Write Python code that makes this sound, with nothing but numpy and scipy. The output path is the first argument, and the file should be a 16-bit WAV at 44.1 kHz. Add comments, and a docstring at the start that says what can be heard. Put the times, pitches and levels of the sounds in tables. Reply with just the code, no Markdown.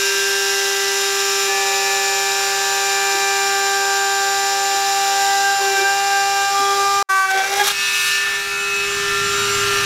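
"""A steady hum and whine over hissing air: a cordless rotary cutter works along a plastic console.
The shaft, at about 24000 rpm, gives harmonics; its slower bearing cage puts tones between them, and
the cooling fan hisses. The base plate bumps the hollow panel, and the bit squeals and scrapes.
After a brief dropout near 7 s the bit bites deep and chatters its way out. The tool is then carried
around spinning freely, while the rumble of the workshop and the hum of a shop fan swell."""
import sys
import numpy as np
from scipy import signal
from scipy.fft import rfft, irfft
from scipy.io import wavfile

SR = 44100
rng = np.random.default_rng(int(sys.argv[2]) if len(sys.argv) > 2 else 0)


def log_audio(samples):
    """Write samples as a 16-bit WAV file to the path given in sys.argv[1]."""
    # one column per channel
    frames = np.atleast_2d(samples).T
    # limit to full scale, then quantise
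    limited = np.clip(frames, -1, 1)
    pcm = np.round(limited * 32767).astype(np.int16)
    wavfile.write(sys.argv[1], SR, pcm)


N = 434385
TIME = np.arange(N) / SR
BAND_LIMIT_HZ = 15800
DROPOUT_S, RESUME_S, RESTORED_S = 7.027, 7.088, 7.102

# Progress of the work. Each row: time in seconds, stage (0 entering, 1 cutting, 2 biting deep, 3 free).
STAGE = [(0, 0), (1.48, 0), (1.5, 1), (7.04, 1), (7.08, 2), (7.6, 2), (7.75, 3), (9.85, 3)]
# Pressure of the deep bite. Each row: time in seconds, load from 0 to 1.
LOAD = [(7.04, 0), (7.08, 1), (7.21, 1), (7.29, .7), (7.34, 0)]
# Shaft speed. Each row: time in seconds, turns per second.
CUT_SPEED = [(0, 395.3), (1.46, 395.6), (1.51, 394.4), (1.9, 394.3), (3.1, 395.4), (4.29, 394.9),
             (4.5, 395.4), (5.1, 394.8), (5.5, 396.3), (5.72, 393), (5.79, 392.8), (5.91, 396.2),
             (6.08, 397.1), (6.21, 396.1), (7.03, 398.6)]  # sags where the bit catches
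RECOVERY_SPEED = [(7.08, 383.8), (7.17, 384.7), (7.31, 382.5), (7.36, 386), (7.42, 386.1), (7.47, 392),
                  (7.62, 400), (7.99, 402), (8.4, 401.8), (9.5, 402.8), (9.85, 402.3)]  # dragged down by the deep bite, then recovering

# Shaft harmonics. Each row: order (multiple of the shaft rate), base level in dB at each of the stages.
HUM = [(1, -24, -30.5, -42, -31.5), (2, -33, -23, -29, -50.5), (3, -32, -31, -44, -38.5),
       (4, -28, -28, -28, -29.5)]
WHINE = [(5, -35.5, -39.5, -37, -40), (6, -34.5, -35.5, -34, -44.5), (7, -35.5, -35, -50, -44),
         (18, -32, -30.3, -44, -33)]  # the last row is the commutator
OVERTONES = [(8, -40, -43, -45, -47), (9, -52, -45, -43, -44), (10, -50, -38.5, -54, -36),
             (11, -43, -42, -44, -38), (12, -38.5, -36, -41, -40.5), (13, -33, -36, -54, -39.5),
             (14, -34, -36.5, -59, -37), (15, -39, -42.5, -57, -41), (16, -47, -53, -49, -52),
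             (17, -47, -58, -58, -42), (19, -47, -41.5, -53, -46), (20, -59, -62, -51, -45),
             (21, -54, -50.5, -56, -42), (22, -58, -101, -49.5, -46), (24, -45, -47.5, -52, -51),
             (26, -45, -51, -47, -74), (30, -45, -56, -50, -54), (33, -56, -53, -66, -63)]
# Swings of single harmonics. Each row: time in seconds, gain in dB.
UNBALANCE_GAIN = [(1.47, -2.5), (1.5, 3), (2.7, 0), (3.1, 2), (3.8, 2), (4.9, -2.5), (6.4, -2.5),
                  (7.03, -0.5), (7.08, 4)]  # order 1
FEED_GAIN = [(0.15, -11), (0.45, -0.5), (1.47, 1), (1.5, -2.5), (2.4, -4), (3.1, -1.5), (4.5, 0.5),
             (5.3, 4.5), (5.72, 2), (6.15, 4), (6.85, 0.5), (7.08, 0.5)]  # order 2, driven by feed pressure
THIRD_GAIN = [(0, -11), (0.6, -8.5), (1.3, 1), (2.2, -3), (3.6, 2.5), (4.9, 0), (5.8, -1.5), (6.4, 3),
              (7.08, 9)]
FOURTH_GAIN = [(0, 3), (0.3, 3), (1.47, -3.5), (1.5, -24), (2.2, -6), (2.65, -0.5), (3.3, 0.5), (3.8, 4.5),
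               (4.2, 3.5), (4.9, -5.5), (5.3, 3), (5.7, 1), (7.08, -2)]  # varies as the base plate slides
SIXTH_GAIN = [(0, 2), (0.5, -12), (1.5, 5.5), (2.4, 4), (2.68, -4), (2.87, 7), (3.35, 7), (3.9, -1),
              (5.1, -1), (5.35, -12), (5.75, 3.5), (7.08, 2)]
SEVENTH_GAIN = [(0, 6), (1.2, 3), (2.3, -1.5), (2.7, 0.5), (4.1, -2.5), (5.1, 0.5), (6.0, 4.5), (6.48, 1.5),
                (6.6, -8), (7.03, -8), (7.08, 13)]
COMMUTATOR_GAIN = [(0, -1), (0.5, -2.5), (1.47, 3.5), (1.5, 1), (3.0, 1.2), (5.3, 0.3), (6.5, -3.5),
                   (7.03, -5), (7.08, -6)]
# Motion of the lifted tool. Each row: time in seconds, gain in dB.
APPROACH_GAIN = [(7.6, -3), (7.75, -15.5), (8.05, -15.5), (8.5, -8.5), (8.9, -2), (9.75, 1.5), (9.85, -3.5)]  # coming nearer raises the hum and the lowest bearing tone
COMMUTATOR_BEAM = [(7.75, -5), (8.13, 2.5), (8.27, -8), (8.36, 5), (8.5, -12), (8.6, 1), (8.95, 3.5),
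                   (9.15, -1), (9.53, 11.5), (9.63, 7.5), (9.7, -9)]  # the vents sweep the whine past the listener

# Strong bearing tones, one cage rate above a harmonic.
# Each row: shaft order, base level in dB at each stage, drift along the cut in dB per second.
BEARING_TONES = [(3, -38.5, -45, -44, -26.5, 0), (4, -34.5, -33, -44, -28, -2.5),
                 (6, -36, -40.5, -55, -28, -3)]
# Beaming of the upper two. Each row: time in seconds, gain of the lower in dB, of the higher in dB.
BEARING_BEAM = [(7.7, -8, -5), (7.8, -2, 1.5), (8.25, 5, 3), (8.4, 3.5, -3), (8.55, -3, 0), (8.8, -4.5, 5),
                (8.93, 1, -2.5), (9.17, 3, 1), (9.5, -12, -6.5), (9.75, 4.5, -2)]
# Faint bearing tones. Each row: shaft order, cage rates added, base level in dB at each stage.
SIDEBANDS = [(1, 1, -46.5, -44.5, -51.5, -62), (2, -1, -57, -55.5, -53, -70), (2, 1, -42.5, -40, -60, -48),
             (3, -1, -54, -49, -57, -51), (4, -1, -50, -42.5, -42, -37.5), (3, 2, -53, -45.5, -59, -48),
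             (5, -1, -51, -55, -50, -42.5), (4, 2, -56, -59, -56, -53), (5, 1, -47, -48, -32.5, -40.5),
             (6, -1, -59, -61, -39, -42), (5, 2, -56, -61, -52.5, -40), (7, 1, -41, -45.5, -55, -37.5),
             (8, 1, -43, -70, -37, -45), (9, 1, -39, -49.5, -44, -39)]

# Spectra of the hiss. Each row: frequency in Hz, relative level in dB.
HISS_ON_PANEL = [(120, -22), (590, -21), (880, -12.5), (1620, -8.5), (1950, -10.5), (2410, -6),
                 (3480, -0.5), (3820, 5), (4450, -3.5), (5600, 5), (6700, -0.5), (7900, -2.5), (8600, -6.5),
                 (12400, -3.5), (13400, -11), (15600, -15)]
HISS_IN_AIR = [(120, -16.5), (200, -18.5), (610, -13), (980, -8.5), (1390, -1.5), (1620, -7.5), (2010, -5),
               (2340, 0.5), (3820, 5), (4870, 0.5), (5510, 4), (8720, -6), (11490, -6), (15600, -18)]
# Middle, main and top bands of the hiss. Each row: lower edge in Hz, upper edge in Hz.
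HISS_BANDS = [(900, 2600), (2600, 7800), (8000, 15000)]
# Hiss before the dropout. Each row: time in seconds, main band level in dB.
HISS_CUTTING = [(0, -22.5), (0.4, -23.5), (1.45, -23.5), (1.5, -24), (2.9, -24), (4.1, -26.5), (5.2, -24.5),
                (5.6, -27), (7.03, -27.5)]
# The hiss dips under the loud bite, then swells and fades as the tool runs free.
# Each row: time in seconds, main band level in dB, middle and top bands in dB relative to that.
HISS_LEVEL = [(7.17, -30.5, -3, -7), (7.24, -34.5, -3, -7), (7.41, -30, 1, -12.5), (7.57, -25.5, -4, -9),
              (7.74, -28.5, -5, -7), (7.82, -25, -7, -10), (8.07, -23, -7.5, -6), (8.15, -23.5, -7.5, -11),
              (8.28, -29, 0, -8), (8.6, -31, -3, -8.5), (9.02, -27, -3.5, -11.5), (9.74, -24.5, -1, -10)]

# Spectrum of the workshop rumble. Each row: frequency in Hz, relative level in dB.
RUMBLE_SPECTRUM = [(20, -1.5), (45, -7.5), (80, -1.5), (115, -2.5), (160, -1), (300, -5), (600, -19.5),
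                   (2000, -43)]
# Background sounds, swelling near the end. Each row: time in seconds, level in dB.
RUMBLE_LEVEL = [(0, -55), (2.6, -52.5), (4.2, -54.5), (6.3, -53), (7.0, -48.5), (7.08, -67), (7.5, -51),
                (8.2, -50), (9.3, -39), (9.85, -39)]
SHOP_FAN_LEVEL = [(0, -66), (8.4, -67), (9, -50.5), (9.4, -41.5), (9.85, -38)]
# Base plate on the panel. Each row: start in seconds, level in dB, pitch in Hz, 60 dB decay in seconds.
BUMPS = [(.14, -32, 340, .12), (1.485, -22, 400, 0.11), (3.14, -25, 358, .2), (4.03, -40, 360, .12),
         (4.74, -28, 362, 0.14), (5.62, -34, 390, .2), (5.8, -22, 373, 0.21), (6.594, -26.5, 280, .1),
         (7.605, -19, 392, 0.13)]
# Knocking of the bit. Each row: time in seconds, level in dB.
KNOCK_LEVEL = [(1.48, -80), (1.51, -49), (2.82, -48), (2.9, -80)]
# Faint tones beside the low harmonics. Each row: time in seconds, offset in Hz, level in dB.
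BEAT = [(3.0, 146, -66), (3.6, 140, -57), (4.3, 113, -55.5), (5.0, 113, -52), (5.45, 108, -53),
        (5.7, 200, -75)]

# Catches of the bit. Each row: start in seconds, length in seconds, shaft order, level in dB.
SQUEALS = [(5.42, 0.079, 4, -21), (5.597, 0.14, 1, -25.5), (5.747, 0.05, 4, -20.5), (5.771, 0.054, 1, -24),
           (5.776, .04, 6, -26), (5.836, 0.069, 4, -19.5), (6.1, .09, 4, -23), (6.345, .12, 4, -25.5),
           (6.527, .5, 3, -21.5), (6.6, .24, 1, -28.5), (7.062, .15, 3, -17.5), (7.065, 0.2, 4, -19.5),
           (7.227, 0.023, 3, -24), (7.275, 0.15, 4, -21), (7.297, .11, 2, -21.5), (7.331, 0.034, 1, -29),
           (7.41, .035, 6, -30), (7.478, 0.16, 1, -31), (7.494, 0.094, 2, -25.5)]
# Dips around a catch. Each row: centre in seconds, half width in seconds, shaft order, gain in dB.
FALTERS = [(5.57, 0.015, 1, -19), (5.72, 0.027, 2, -2.5), (5.715, .018, 3, -14), (5.765, .01, 1, -7),
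           (5.81, .025, 2, -2), (6.48, 0.022, 1, -13), (6.53, .015, 4, -11), (7.22, .04, 1, -7),
           (7.275, 0.0091, 4, -15), (7.33, .02, 3, -8), (7.44, .02, 2, -5), (7.58, .07, 4, -8),
           (7.7, 0.035, 2, 2)]
# Scrapes on the wall of the cut. Each row: start in seconds, length in seconds, level of the hollow
# panel in dB, level of its thin edge in dB, gain that the chips give the hiss in dB.
SCRAPES = [(5.607, .13, -48, -38, 1.5), (5.758, 0.065, -52, -49, 2), (6.696, 0.17, -44, -49, 0.7),
           (7.08, 0.16, -51, -34, -0.5), (7.298, 0.017, -48, -43, 6.5), (7.333, 0.28, -37, -48, 0.5),
           (7.632, 0.087, -41, -48, 4), (7.663, 0.021, -54, -50, 5)]
# Resonances rung by scraping. Each row: frequency in Hz, bandwidth in Hz.
PANEL_MODES = [(520, 170), (630, 150)]
EDGE_MODE = (1085, 85)

# Bursts of bouncing. Each row: start in seconds, length in seconds, level in dB.
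CHATTER_BURSTS = [(7.348, .035, -28), (7.388, 0.026, -23), (7.437, 0.165, -30), (7.593, 0.029, -18),
                  (7.636, 0.073, -21)]
# The bounces quicken as the bit comes free. Each row: time in seconds, bounces per second.
BOUNCE_RATE = [(7.41, 380), (7.62, 412)]
# Resonances rung by bouncing.
# Each row: frequency in Hz, bandwidth in Hz, weight in dB inside the cut, weight in dB at the rim.
CHATTER_MODES = [(810, 55, 1, -3), (1250, 320, -22, -4), (1694, 120, 1, -1), (2460, 110, -19, -9),
                 (3337, 90, -6, 2), (3800, 150, -22, 2)]


def amp(db):
    """Amplitude grows tenfold for every 20 dB."""
    return 10 ** (np.asarray(db) / 20)


def unit(x):
    """Normalisation to an rms of 1."""
    return x / np.sqrt(np.mean(abs(x) ** 2) + 1e-20)


def curves(rows, t=TIME):
    """Linear interpolation in time, giving one curve for each value column."""
    times, *columns = np.transpose(rows)
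    return [np.interp(t, times, column) for column in columns]


def spectrum_db(points, hz):
    """A spectral envelope, interpolated on a log-frequency axis."""
    f, db = np.transpose(points)
    return np.interp(np.log(hz + 1), np.log(f + 1), db)


def wander(rate_hz, size=8192):
    """Random modulation: complex noise of rms 1, low-passed at the given rate."""
    f = np.fft.fftfreq(size, N / SR / size)
    noise = rng.standard_normal(size) + 1j * rng.standard_normal(size)
    slow = np.fft.ifft(noise / (1 + (f / rate_hz) ** 2))
    return np.interp(TIME, np.linspace(0, N / SR, size), unit(slow))


def resonate(x, hz, width_hz):
    """Forced response of one damped mode, with a gain of 1 at resonance."""
    radius = np.exp(-np.pi * width_hz / SR)
    return 2 * signal.lfilter([1 - radius], [1, -radius * np.exp(2j * np.pi * hz / SR)], x).real


def tone(turns, db, flutter, flutter_hz):
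    """A sinusoid under random amplitude and phase modulation, as from a trembling hand."""
    shake = (1 + flutter * wander(flutter_hz)) / np.sqrt(1 + flutter ** 2)
    angle = 2 * np.pi * ((turns + rng.random()) % 1)
    return np.sqrt(2) * amp(db) * (shake * np.exp(1j * angle)).real


def burst(start, length, attack_s, release_s, t=TIME):
    """A trapezoidal envelope: attack, hold to the end of the length, release."""
    return np.interp(t - start, [0, min(attack_s, length), length, length + release_s], [0, 1, 1, 0])


def staged(levels_db):
    """A level interpolated between its values at the four stages."""
    times, stage = np.transpose(STAGE)
    return np.interp(TIME, times, np.asarray(levels_db)[stage.astype(int)])


def during(stage):
    """A crossfade weight: 1 in the given stage, 0 in the others."""
    return np.clip(1 - abs(curves(STAGE)[0] - stage), 0, 1)


def lifted(t=TIME):
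    """A crossfade weight: 0 with the tool on the panel, 1 once it runs free."""
    return np.clip(curves(STAGE, t)[0] - 2, 0, 1)


def along_cut(levels_db, db_per_s, middle_s=4.32):
    """A staged level with a linear drift as the tool travels along the cut."""
    return staged(levels_db) + db_per_s * (TIME - middle_s) * during(stage=1)


def flutter_depth(held, free):
    """Modulation depth: smaller while the panel steadies the tool, larger once it is lifted."""
    return held + (free - held) * lifted()


def motor(turns, fading_db=4.0, judder=0.066, near_share=0.32):
    """Periodic motion radiates harmonics of the shaft rate: hum, whine and faint overtones."""
    free = lifted()
    approach = free * curves(APPROACH_GAIN)[0]
    # the lesser tones of the lifted tool swell and fade with its hiss
    swell = free * (curves(HISS_LEVEL)[0] + 23.5)
    nearer = swell + near_share * approach
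    swing_db = {1: curves(UNBALANCE_GAIN)[0] + approach,
                2: curves(FEED_GAIN)[0] - swell,
                3: curves(THIRD_GAIN)[0] + nearer,
                4: curves(FOURTH_GAIN)[0] + nearer,
                5: swell + fading_db * wander(rate_hz=1.6).real,
                6: curves(SIXTH_GAIN)[0] + swell,
                7: curves(SEVENTH_GAIN)[0] + swell,
                18: curves(COMMUTATOR_GAIN)[0] + free * curves(COMMUTATOR_BEAM)[0]}
    level_db = {order: with_squeals(order, staged(db) + swing_db[order]) for order, *db in HUM + WHINE}
    scraping = sum(scrape_envelope(start, length) for start, length, *_ in SCRAPES)
    roughness = judder * scraping * (1 - curves(LOAD)[0])
    shake = flutter_depth(held=0.032, free=0.075) + roughness
    hum = sum(tone(order * turns, level_db[order], order * shake, flutter_hz=22.3) for order, *_ in HUM)
    tremble = flutter_depth(held=0.14, free=0.38) + roughness
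    whine = sum(tone(order * turns, level_db[order], tremble, flutter_hz=8.4) for order, *_ in WHINE)
    # the commutator, order 18, carries a faint octave, weaker from the deep bite on
    octave_db = level_db[18] + np.interp(curves(STAGE)[0], [1, 2], [-21, -29])
    octave = tone(2 * 18 * turns, octave_db, flutter=0.4, flutter_hz=35)
    flutter = flutter_depth(held=0.3, free=0.58)
    high = sum(tone(order * turns, staged(db), flutter, flutter_hz=11.5) for order, *db in OVERTONES)
    return hum + whine + octave + amp(swell) * high


def bearing(turns, cage, loaded_db=-14):
    """Modulation by the slower ball cage puts sidebands between harmonics; load quiets the faint ones."""
    swings_db = curves(APPROACH_GAIN) + curves(BEARING_BEAM)
    strong = faint = 0
    for (order, *db, drift), swing_db in zip(BEARING_TONES, swings_db):
        level_db = along_cut(db, drift) + lifted() * swing_db
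        strong += tone(order * turns + cage, level_db, flutter=0.28, flutter_hz=2.2)
    fraying = flutter_depth(held=0.22 + 0.1 * TIME, free=1.0)
    for order, cages, *db in SIDEBANDS:
        faint += tone(order * turns + cages * cage, along_cut(db, db_per_s=-0.8), fraying, flutter_hz=3.7)
    return strong + amp(loaded_db * curves(LOAD)[0]) * faint


def hiss_levels(t, middle_db=-7.5, top_db=-11, chip_brightness=0.36):
    """Envelopes in dB of the middle, main and top bands of the hiss; chips from scrapes add to them."""
    cutting = np.broadcast_arrays(curves(HISS_CUTTING, t)[0], middle_db, top_db)
    main, middle, top = np.where(t < DROPOUT_S, cutting, curves(HISS_LEVEL, t))
    chips_db = sum(db * scrape_envelope(start, length, t) for start, length, _, _, db in SCRAPES)
    main = main + chips_db
    return main + middle, main, main + top + chip_brightness * chips_db


def air_hiss(turns, cage, low_cut_hz=230, grit_db=0.7, chip_grit_db=3, loaded_db=-2):
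    """Fan air and chips make broadband noise, amplitude-modulated by each turn of shaft and cage."""
    hz, t, noise = signal.stft(rng.standard_normal(N), SR, nperseg=512, noverlap=384)
    free = lifted(t)
    on_panel_db = np.outer(spectrum_db(HISS_ON_PANEL, hz), 1 - free)
    in_air_db = np.outer(spectrum_db(HISS_IN_AIR, hz), free)
    shape = amp(on_panel_db + in_air_db + free * reflection_comb_db(hz, t))
    shape *= (hz ** 2 / (hz ** 2 + low_cut_hz ** 2))[:, None]
    # three overlapping bands, each brought to its own level
    middle = np.interp(hz, [2000, 3200], [1, 0])
    top = np.interp(hz, [7000, 9000], [0, 1])
    gain_db = 0
    for (low, high), share, db in zip(HISS_BANDS, (middle, 1 - middle - top, top), hiss_levels(t)):
        power = (shape[(hz > low) & (hz < high)] ** 2).sum(0) / len(hz)
        gain_db += np.outer(share, db - 10 * np.log10(power))
    hiss = signal.istft(noise * shape * amp(gain_db), SR, nperseg=512, noverlap=384)[1][:N]
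    throb = 1 + 0.11 * np.cos(2 * np.pi * turns) + 0.1 * np.cos(2 * np.pi * cage)
    grit = amp((grit_db + chip_grit_db * during(stage=2)) * np.tanh(wander(rate_hz=200).real))
    return amp(loaded_db * curves(LOAD)[0]) * hiss * unit(throb * grit)


def workshop(fan_hz=113.2):
    """Ambient noise: a low broadband rumble and the tonal hum of a shop fan."""
    hz = np.fft.rfftfreq(N, 1 / SR)
    rumble = unit(irfft(rfft(rng.standard_normal(N)) * amp(spectrum_db(RUMBLE_SPECTRUM, hz)), N))
    fan = tone(fan_hz * TIME, curves(SHOP_FAN_LEVEL)[0], flutter=0.6, flutter_hz=5)
    return amp(curves(RUMBLE_LEVEL)[0]) * rumble + fan


def plate_bumps(rise_s=0.0041):
    """Damped free vibration: each slip of the base plate rings the hollow panel briefly."""
    out = np.zeros(N)
    t = TIME[:SR // 2]
    for start, db, hz, t60 in BUMPS:
        envelope = amp(db - 60 * t / t60) * (1 - np.exp(-t / rise_s))
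        out[round(start * SR):][:len(t)] += envelope * np.sin(2 * np.pi * hz * t)
    return out


def bit_knock(turns):
    """Period doubling: a knock on every second turn sounds a tone at one and a half shaft rates."""
    return tone(1.5 * turns, curves(KNOCK_LEVEL)[0], flutter=0.3, flutter_hz=10)


def beating_tones(turns):
    """Faint side tones beat with the first two harmonics at their difference frequency."""
    offset_hz, db = curves(BEAT)
    beat = np.cumsum(offset_hz) / SR
    flanks = (turns - beat, turns + beat, 2 * turns - beat)
    return sum(tone(flank, db, flutter=0.36, flutter_hz=5.6) for flank in flanks)


def with_squeals(order, db):
    """Forced vibration: where the bit catches, the panel's squeal adds power to a harmonic; it also dips."""
    squeals = sum(amp(peak_db) * burst(start, length, attack_s=0.021, release_s=0.058)
                  for start, length, k, peak_db in SQUEALS if k == order)
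    dips_db = sum(dip_db / (1 + ((TIME - centre) / width) ** 4)
                  for centre, width, k, dip_db in FALTERS if k == order)
    return 20 * np.log10(np.hypot(amp(db), squeals)) + dips_db


def scrape_envelope(start, length, t=TIME):
    """The envelope of one contact between the bit and the wall of the cut."""
    return burst(start, length, attack_s=0.0087, release_s=0.0088, t=t)


def wall_scrapes():
    """Friction noise excites the resonances of the hollow panel and its thin edge."""
    friction = rng.standard_normal(N)
    *panel, edge = (unit(resonate(resonate(friction, *mode), *mode))
                    for mode in PANEL_MODES + [EDGE_MODE])
    hollow = unit(sum(panel))
    return sum(scrape_envelope(start, length) * (amp(panel_db) * hollow + amp(edge_db) * edge)
               for start, length, panel_db, edge_db, _ in SCRAPES)


def bearing_whistle(turns, cage):
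    """Side load late in the cut excites one high sideband of the bearing."""
    envelope = burst(start=6.5, length=0.24, attack_s=0.088, release_s=0.03)
    return envelope * tone(8 * turns + cage, db=-33, flutter=0.8, flutter_hz=30)


def flute_buzz(turns, level_db=-35, low_hz=4900, slope=1.3, waver_db=3, size=256):
    """Periodic tearing: in the deep bite the flute repeats one jagged stroke, rich in high harmonics."""
    order = np.arange(size // 2 + 1)
    hz = order * np.mean(np.transpose(CUT_SPEED)[1])
    jagged = rng.uniform(0.4, 1, len(order)) * np.exp(2j * np.pi * rng.random(len(order)))
    in_band = (hz > low_hz) & (hz < BAND_LIMIT_HZ)
    stroke = unit(irfft(in_band * jagged / (order + 1) ** slope))
    buzz = np.interp(turns % 1, np.arange(size) / size, stroke, period=1)
    return buzz * curves(LOAD)[0] * amp(level_db + waver_db * wander(rate_hz=21).real)


def bit_chatter(jitter=0.022, uneven=0.6, rim_s=7.63, blend_s=0.025):
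    """An impulse train of uneven bounces rings the panel, brighter once the bit rides up on the rim."""
    rate = curves(BOUNCE_RATE)[0] * (1 + jitter * wander(rate_hz=90).real)
    bounces = np.diff(np.floor(np.cumsum(rate) / SR), prepend=0)
    bounces *= 1 + uneven * np.tanh(2 * wander(rate_hz=150).real)
    bounces -= bounces.mean()
    # neighbouring modes swing in opposite directions
    rings = np.array([(-1) ** k * resonate(bounces, hz, width)
                      for k, (hz, width, *_) in enumerate(CHATTER_MODES)])
    in_cut, at_rim = (unit(amp(weights_db) @ rings) for weights_db in np.transpose(CHATTER_MODES)[2:])
    rim_share = np.clip((TIME - rim_s) / blend_s + 0.5, 0, 1)
    contact = sum(amp(db) * burst(start, length, attack_s=0.007, release_s=0.017)
                  for start, length, db in CHATTER_BURSTS)
    return contact * ((1 - rim_share) * in_cut + rim_share * at_rim)


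def reflection_comb_db(hz, t, depth_db=2.0, delay_s=0.000687, swing_s=0.00024):
    """Interference with a reflection off the panel combs the hiss; the comb slides as the tool moves."""
    delay = delay_s + swing_s * np.interp(t, TIME, wander(rate_hz=0.59).real)
    return depth_db * np.cos(2 * np.pi * np.outer(hz, delay))


def scene(speed_jitter_hz=0.1474, cage_ratio=0.407, cage_slip_hz=1.19):
    """Superposition of all sources, alike in both ears; the tool's tones follow one shaft."""
    speed = curves(CUT_SPEED + RECOVERY_SPEED)[0] + speed_jitter_hz * wander(rate_hz=10.6).real
    turns = np.cumsum(speed) / SR
    cage = np.cumsum(cage_ratio * speed + cage_slip_hz * wander(rate_hz=9.5).real) / SR
    tones = motor(turns) + bearing(turns, cage) + bearing_whistle(turns, cage)
    undertones = beating_tones(turns) + bit_knock(turns)
    hiss = air_hiss(turns, cage)
    contacts = flute_buzz(turns) + wall_scrapes() + bit_chatter() + plate_bumps()
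    mono = tones + undertones + hiss + contacts + workshop()
    return np.array([mono, mono])


def record(dry, dropout_db=-62):
    """Gating and band limiting: the sound drops out for an instant, fades back in and is low-passed."""
    fade_in = np.clip((TIME - RESUME_S) / (RESTORED_S - RESUME_S), amp(dropout_db), 1)
    gate = np.where(TIME < DROPOUT_S, 1, fade_in)
    low_pass = signal.firwin(511, BAND_LIMIT_HZ, window=("kaiser", 9), fs=SR)
    return signal.oaconvolve(dry * gate, low_pass[None], "same", axes=1)


dry = scene()
out = record(dry)
log_audio(out)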